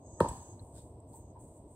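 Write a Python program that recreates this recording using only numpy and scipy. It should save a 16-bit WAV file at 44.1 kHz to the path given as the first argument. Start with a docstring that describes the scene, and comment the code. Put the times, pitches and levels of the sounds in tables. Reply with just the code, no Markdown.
"""Racket stroke into a back-yard net

A ball is driven into a practice net a few metres away. The strings pock and ring;
walls, fence and ground echo the blow, hedge and tree scatter it. The net takes the ball
with a tick and a low thump. Shoes shuffle on dry grass. A steady low rumble lies
underneath; a thin, insect-like hiss comes and goes."""
import sys
import numpy as np
from scipy import signal
from scipy.fft import rfft, irfft
from scipy.io import wavfile

SR = 44100
rng = np.random.default_rng(int(sys.argv[2]) if len(sys.argv) > 2 else 0)


def store_pcm(level_fs):
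    """Save levels as 16-bit WAV."""
    pcm = np.round(np.clip(level_fs, -1, 1) * 32767).astype(np.int16)
    wavfile.write(sys.argv[1], SR, np.atleast_2d(pcm).T)


N = 77175
T_S, F_HZ = np.arange(N) / SR, np.fft.rfftfreq(N, 1 / SR)
HIT_S, CRACK_S = .2025, .2032

# Stereo width: f/Hz, side over mid/dB
STEREO_WIDTH = [(60, -51.5), (400, -45), (700, -17), (1200, 1), (1800, 5.5), (2500, 2), (4400, 3),
                (6800, 5.5), (8200, -20.5), (11000, 14), (15000, -2.5)]
# Low rumble: f/Hz, relative density/dB
RUMBLE_SPECTRUM = [(15, -55), (25, -23.5), (40, -7.5), (64, -0.5), (114, 1.5), (145, -7), (212, -11),
                   (296, -6.5), (326, -7.5), (400, -11.5), (550, -13.5), (604, -10.5), (715, -15),
                   (815, -19), (947, -15.5), (1120, -31.5), (1460, -50.5), (1630, -56.5), (2200, -64),
                   (2860, -82), (4840, -120)]
# High air: f/Hz, relative density/dB
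AIR_SPECTRUM = [(1000, -19), (3000, -18.5), (5500, -21), (6800, -26), (8300, 4), (9300, -18),
                (10500, -25.5), (11600, -35), (13500, -18.5), (16000, -36)]
# Thin hiss: f/Hz, relative density/dB
HISS_SPECTRUM = [(4500, -29), (5800, -19), (6600, 3), (7200, -10), (8000, 5.5), (8700, -10.5), (9300, -31),
                 (16000, -67)]
# Hiss envelope: t/s, level/dB
HISS_ENVELOPE = [(0, -83), (.06, -64.5), (.15, -59.5), (.3, -62.5), (.52, -60), (.585, -76), (.7, -100),
                 (1.1, -100), (1.2, -74), (1.31, -74.5), (1.37, -100)]
# Ball on strings: f/Hz, relative density/dB
BLOW_SPECTRUM = [(30, -39), (70, -1), (130, -4.5), (220, -1), (300, -4), (400, 3.5), (520, 7), (610, 3),
                 (700, -9.5), (800, -35), (920, -6.5), (1250, -4.5), (1500, -22.5), (1800, -17),
                 (2200, -51), (3000, -67), (16000, -91)]
# Group delay of the blow, bass last: f/Hz, delay/s
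BLOW_DELAY = [(60, 0.0223), (130, 0.0142), (250, 0.01023), (500, 0.00693), (950, 0.00529), (1400, .0027),
              (3000, .002)]
# Modes of ball, strings and frame: f/Hz, level/dB, t60/s
RACKET_MODES = [(131.5, -66, .2), (175, -28.5, 0.0363), (365.6, -34.5, .17), (451.7, -38, .15),
                (526, -33.5, 0.18), (572.7, -43, 0.41), (921.7, -38, 0.13), (952.3, -18.5, 0.038),
                (971, -38, 0.195), (1031, -31.5, 0.181), (1229, -42.5, .16), (1570, -48, 0.16),
                (1695, -61, 0.12), (1745, -53, .12), (4140, -54.5, .08), (8110, -38, .018)]
# Balance of blow and modes: f/Hz, left minus right/dB
POCK_BALANCE = [(500, 0), (700, -5.7), (950, -0.8), (1300, 8.4), (1800, 0.5), (2400, 1), (4000, -1)]
# First contact: f/Hz, relative density/dB
CRACK_SPECTRUM = [(600, -25), (1500, -7), (2250, -36), (2800, -2), (3300, -7.5), (4150, -12.5), (4750, -12),
                  (5600, -54), (6700, -14.5), (7250, -12.5), (8200, 10), (8900, -13.5), (10000, -5.5),
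                  (11500, -47), (13000, -18.5), (16000, -28.5)]
# Reflections off ground, fence, walls: delay/s, gain before colouring/dB, pan (+ left)
ECHO_PATHS = [(.0055, -16, .2), (.015, -18, -0.32), (0.0212, -22, 0.36), (0.0394, -14.5, -0.16),
              (0.043, -15.5, .2), (0.0533, -15, .1), (.061, -25.5, -.1), (0.07, -26.5, .1),
              (.084, -30.5, -.1), (.104, -24, .1)]
# Colouring of all reflections: f/Hz, gain/dB
ECHO_RESPONSE = [(60, -13), (170, -11), (300, 1), (500, -7.5), (750, 3.5), (980, 8.5), (1350, -11),
                 (3000, -6.5), (16000, -12)]
# Hedge and tree scatter: f/Hz, relative density/dB
SCATTER_SPECTRUM = [(50, -6.5), (150, 10.5), (550, -19.5), (740, -1.5), (950, -4), (1400, -24.5),
                    (1800, -18), (2200, -31), (3200, -30.5), (4300, -27), (5400, -33), (6700, -32),
                    (7200, -30), (8100, -15.5), (9000, -26.5), (10200, -32), (11600, -57.5), (14500, -39),
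                    (16000, -42)]
# Scatter decay: f/Hz, t60/s
SCATTER_DECAY = [(100, 0.7), (500, 0.19), (950, 0.98), (2000, 0.41), (4000, 0.78), (8000, 0.32),
                 (15000, .6)]
# Net mesh: f/Hz, relative density/dB
MESH_SPECTRUM = [(1500, -28), (3500, -21.5), (5500, -28), (7200, -16.5), (7950, 0.5), (8800, -10),
                 (10200, -17.5), (11500, -37), (13000, -33), (14700, -25), (16000, -21)]
# Steps on grass: peak t/s, rise/s, level/dB, t60/s
GRASS_STEPS = [(.66, 0.07, -66.5, 0.75), (0.777, 0.037, -59, 0.48), (1.101, 0.023, -68, .3),
               (1.165, 0.03, -57.5, 0.23), (1.406, 0.013, -62, 0.55), (1.51, .08, -72.5, 0.32),
               (1.585, 0.045, -69.5, 0.23), (1.745, 0.061, -67.5, 0.38)]
# Dry blades: f/Hz, relative density/dB
GRASS_SPECTRUM = [(1000, -28.5), (2500, -32), (4400, -36), (5300, -48), (6500, -15.5), (7200, -14),
                  (8200, 4), (9000, -7.5), (10200, -13.5), (11600, -33), (13300, -23), (16000, -27)]
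# Sole and clothing scuffs: peak t/s, rise/s, level/dB, t60/s, centre f/Hz, width/oct
SCUFF_EVENTS = [(.597, .003, -63, 0.046, 4190, 0.054), (0.596, 0.0061, -74, 0.074, 1690, 0.22),
                (0.784, .035, -68, 0.26, 3980, 0.45), (0.782, 0.029, -73, 0.086, 1573, 0.21),
                (1.004, 0.0022, -62, 0.019, 8270, 0.09), (1.14, .012, -76.5, .08, 4400, .25),
                (1.152, 0.026, -56.5, .2, 880, 0.14), (1.17, 0.039, -69, .22, 14160, 0.19),
                (1.37, 0.017, -55, 0.17, 934, .1)]


def amp(db):
    """dB to gain."""
    return 10 ** (np.asarray(db) / 20)


def unit_rms(x):
    """Scale to rms 1."""
    return x / np.sqrt(np.mean(x ** 2) + 1e-20)


def curve(points, at_hz=F_HZ):
    """Interpolate a table over log frequency."""
    hz, value = np.transpose(points)
    return np.interp(np.log(at_hz + 1), np.log(hz + 1), value)


def noise(shape_db):
    """Shaped stereo noise, rms 1: mono bass, wide treble."""
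    mid, side = rfft(rng.standard_normal((2, N))) * amp(shape_db)
    side = side * amp(curve(STEREO_WIDTH))
    return unit_rms(irfft(np.array([mid + side, mid - side]), N))


def swell(peak_s, rise_s, t60_s):
    """Gaussian rise, exponential fall."""
    age_s = T_S - peak_s
    return np.exp(-(np.minimum(age_s, 0) / rise_s) ** 2) * amp(-60 * np.maximum(age_s, 0) / t60_s)


def ripple_db(depth_db=3.2, spacing_hz=130, above_hz=1400):
    """Many small resonances: random spectral peaks and dips."""
    knots_hz = np.arange(0, SR / 2, spacing_hz)
    return depth_db * np.interp(F_HZ, knots_hz, rng.standard_normal(len(knots_hz))) * (F_HZ > above_hz)


def rumble(level_db=-51.5, split_hz=390, flutter_db=2.36, flutter_hz=18, fade_db_per_s=1.5):
    """Low rumble: the bass wavers, the upper band slowly fades."""
    flutter = unit_rms(irfft(rfft(rng.standard_normal(N)) * (F_HZ < flutter_hz), N))
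    wash = amp(level_db) * noise(curve(RUMBLE_SPECTRUM))
    bass = irfft(rfft(wash) / (1 + (F_HZ / split_hz) ** 4), N)
    upper = (wash - bass) * amp(.5 - fade_db_per_s * T_S)
    return bass * unit_rms(amp(flutter_db * flutter)) + upper


def air(level_db=-77):
    """Faint, steady high noise."""
    return amp(level_db) * noise(curve(AIR_SPECTRUM))


def hiss():
    """Insect-like hiss that comes and goes."""
    level_db = np.interp(T_S, *np.transpose(HISS_ENVELOPE))
    return amp(level_db) * noise(curve(HISS_SPECTRUM))


def pock(blow_db=-24):
    """The ball's blow falls fast in pitch; ball, strings and frame ring."""
    delay_s = curve(BLOW_DELAY)
    phase_rad = -2 * np.pi * np.cumsum(HIT_S + delay_s) * SR / N
    blow = irfft(amp(curve(BLOW_SPECTRUM)) * np.exp(1j * phase_rad), N)
    out = amp(blow_db) * blow / np.linalg.norm(blow) * np.sqrt(SR / 30)  # level as rms over 1/30 s
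    for hz, db, t60_s in RACKET_MODES:
        peak_s = HIT_S + np.interp(hz, F_HZ, delay_s)
        out += amp(db) * swell(peak_s, 1 / hz, t60_s) * np.sin(2 * np.pi * hz * (T_S - peak_s))
    balance = amp(np.array([[.5], [-.5]]) * curve(POCK_BALANCE))
    return irfft(rfft(out) * balance, N)


def crack(level_db=-32, slide_s=.0025, t60_s=.006):
    """Bright burst while the ball slides on the strings."""
    contact = (T_S > CRACK_S) * amp(-60 * np.maximum(T_S - CRACK_S - slide_s, 0) / t60_s)
    return amp(level_db) * contact * noise(curve(CRACK_SPECTRUM))


def echoes(hit):
    """Single reflections around the yard; their bass stays centred."""
    response, width = 0, amp(curve(STEREO_WIDTH))
    for delay_s, db, pan in ECHO_PATHS:
        balance = 1 + np.array([[pan], [-pan]]) * 2 * width
        response += amp(db) * np.exp(-2j * np.pi * F_HZ * delay_s) * balance
    return irfft(rfft(hit) * response * amp(curve(ECHO_RESPONSE)), N)


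def scatter(level_db=-35.5, rise_s=.006):
    """Diffuse tail off hedge and tree; each band decays at its own rate."""
    hz, t_s, bands = signal.stft(noise(curve(SCATTER_SPECTRUM) + ripple_db()), SR, nperseg=512)
    decay = amp(-60 * np.maximum(t_s - HIT_S, 0) / curve(SCATTER_DECAY, hz)[:, None])
    tail = signal.istft(bands * decay, SR, nperseg=512)[1][:, :N]
    return amp(level_db) * np.clip((T_S - CRACK_S) / rise_s, 0, 1) * tail


def net_mesh(at_s=.286, tick_db=-42, rustle_db=-55):
    """The ball ticks on the mesh, which rustles on."""
    tick = amp(tick_db) * swell(at_s + .0016, rise_s=.003, t60_s=.069)
    rustle = amp(rustle_db) * swell(at_s + .035, rise_s=.012, t60_s=.87)
    return (tick + rustle) * noise(curve(MESH_SPECTRUM) + ripple_db())


def net_thump(at_s=.292, hz=60, level_db=-35, rise_s=.0078, t60_s=.12):
    """The net swings with a low thump."""
    return amp(level_db) * swell(at_s + rise_s, rise_s, t60_s) * np.cos(2 * np.pi * hz * (T_S - at_s))


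def steps(snaps_per_s=290, snap_over_bed_db=-.5, snap_t60_s=.0072):
    """Dry grass underfoot: single blades snap over a bed of rustle."""
    envelope = sum(amp(db) * swell(peak_s, rise_s, t60_s) for peak_s, rise_s, db, t60_s in GRASS_STEPS)
    impulses = (rng.random(N) < snaps_per_s / SR) * rng.uniform(.2, 1, N)
    snaps = signal.lfilter([1], [1, -amp(-60 / (snap_t60_s * SR))], impulses)
    crackle = unit_rms(1 + amp(snap_over_bed_db) * snaps)
    return envelope * crackle * noise(curve(GRASS_SPECTRUM))


def scuffs(skirt_db=-36.5):
    """Soles and clothing rub and tap: narrow noise bands on broad skirts."""
    out = 0
    for peak_s, rise_s, db, t60_s, centre_hz, width_oct in SCUFF_EVENTS:
        offset_oct = np.log2((F_HZ + 1) / centre_hz)
        band_db = np.maximum(-4 * (offset_oct / width_oct) ** 2, skirt_db - 6 * offset_oct ** 2)
        out += amp(db) * swell(peak_s, rise_s, t60_s) * noise(band_db + ripple_db())
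    return out


def scene():
    """Yard, stroke, reflections, net, feet."""
    yard = rumble() + air() + hiss()
    hit = pock() + crack()
    return yard + hit + echoes(hit) + scatter() + net_mesh() + net_thump() + steps() + scuffs()


def record(dry, low_cut_hz=28, high_cut_hz=15780):
    """Low cut and band limit."""
    highpass = signal.butter(2, low_cut_hz, "highpass", fs=SR, output="sos")
    lowpass = signal.firwin(511, high_cut_hz, window=("kaiser", 9), fs=SR)
    return signal.oaconvolve(signal.sosfilt(highpass, dry), lowpass[None], "same")


dry = scene()
out = record(dry)
store_pcm(out)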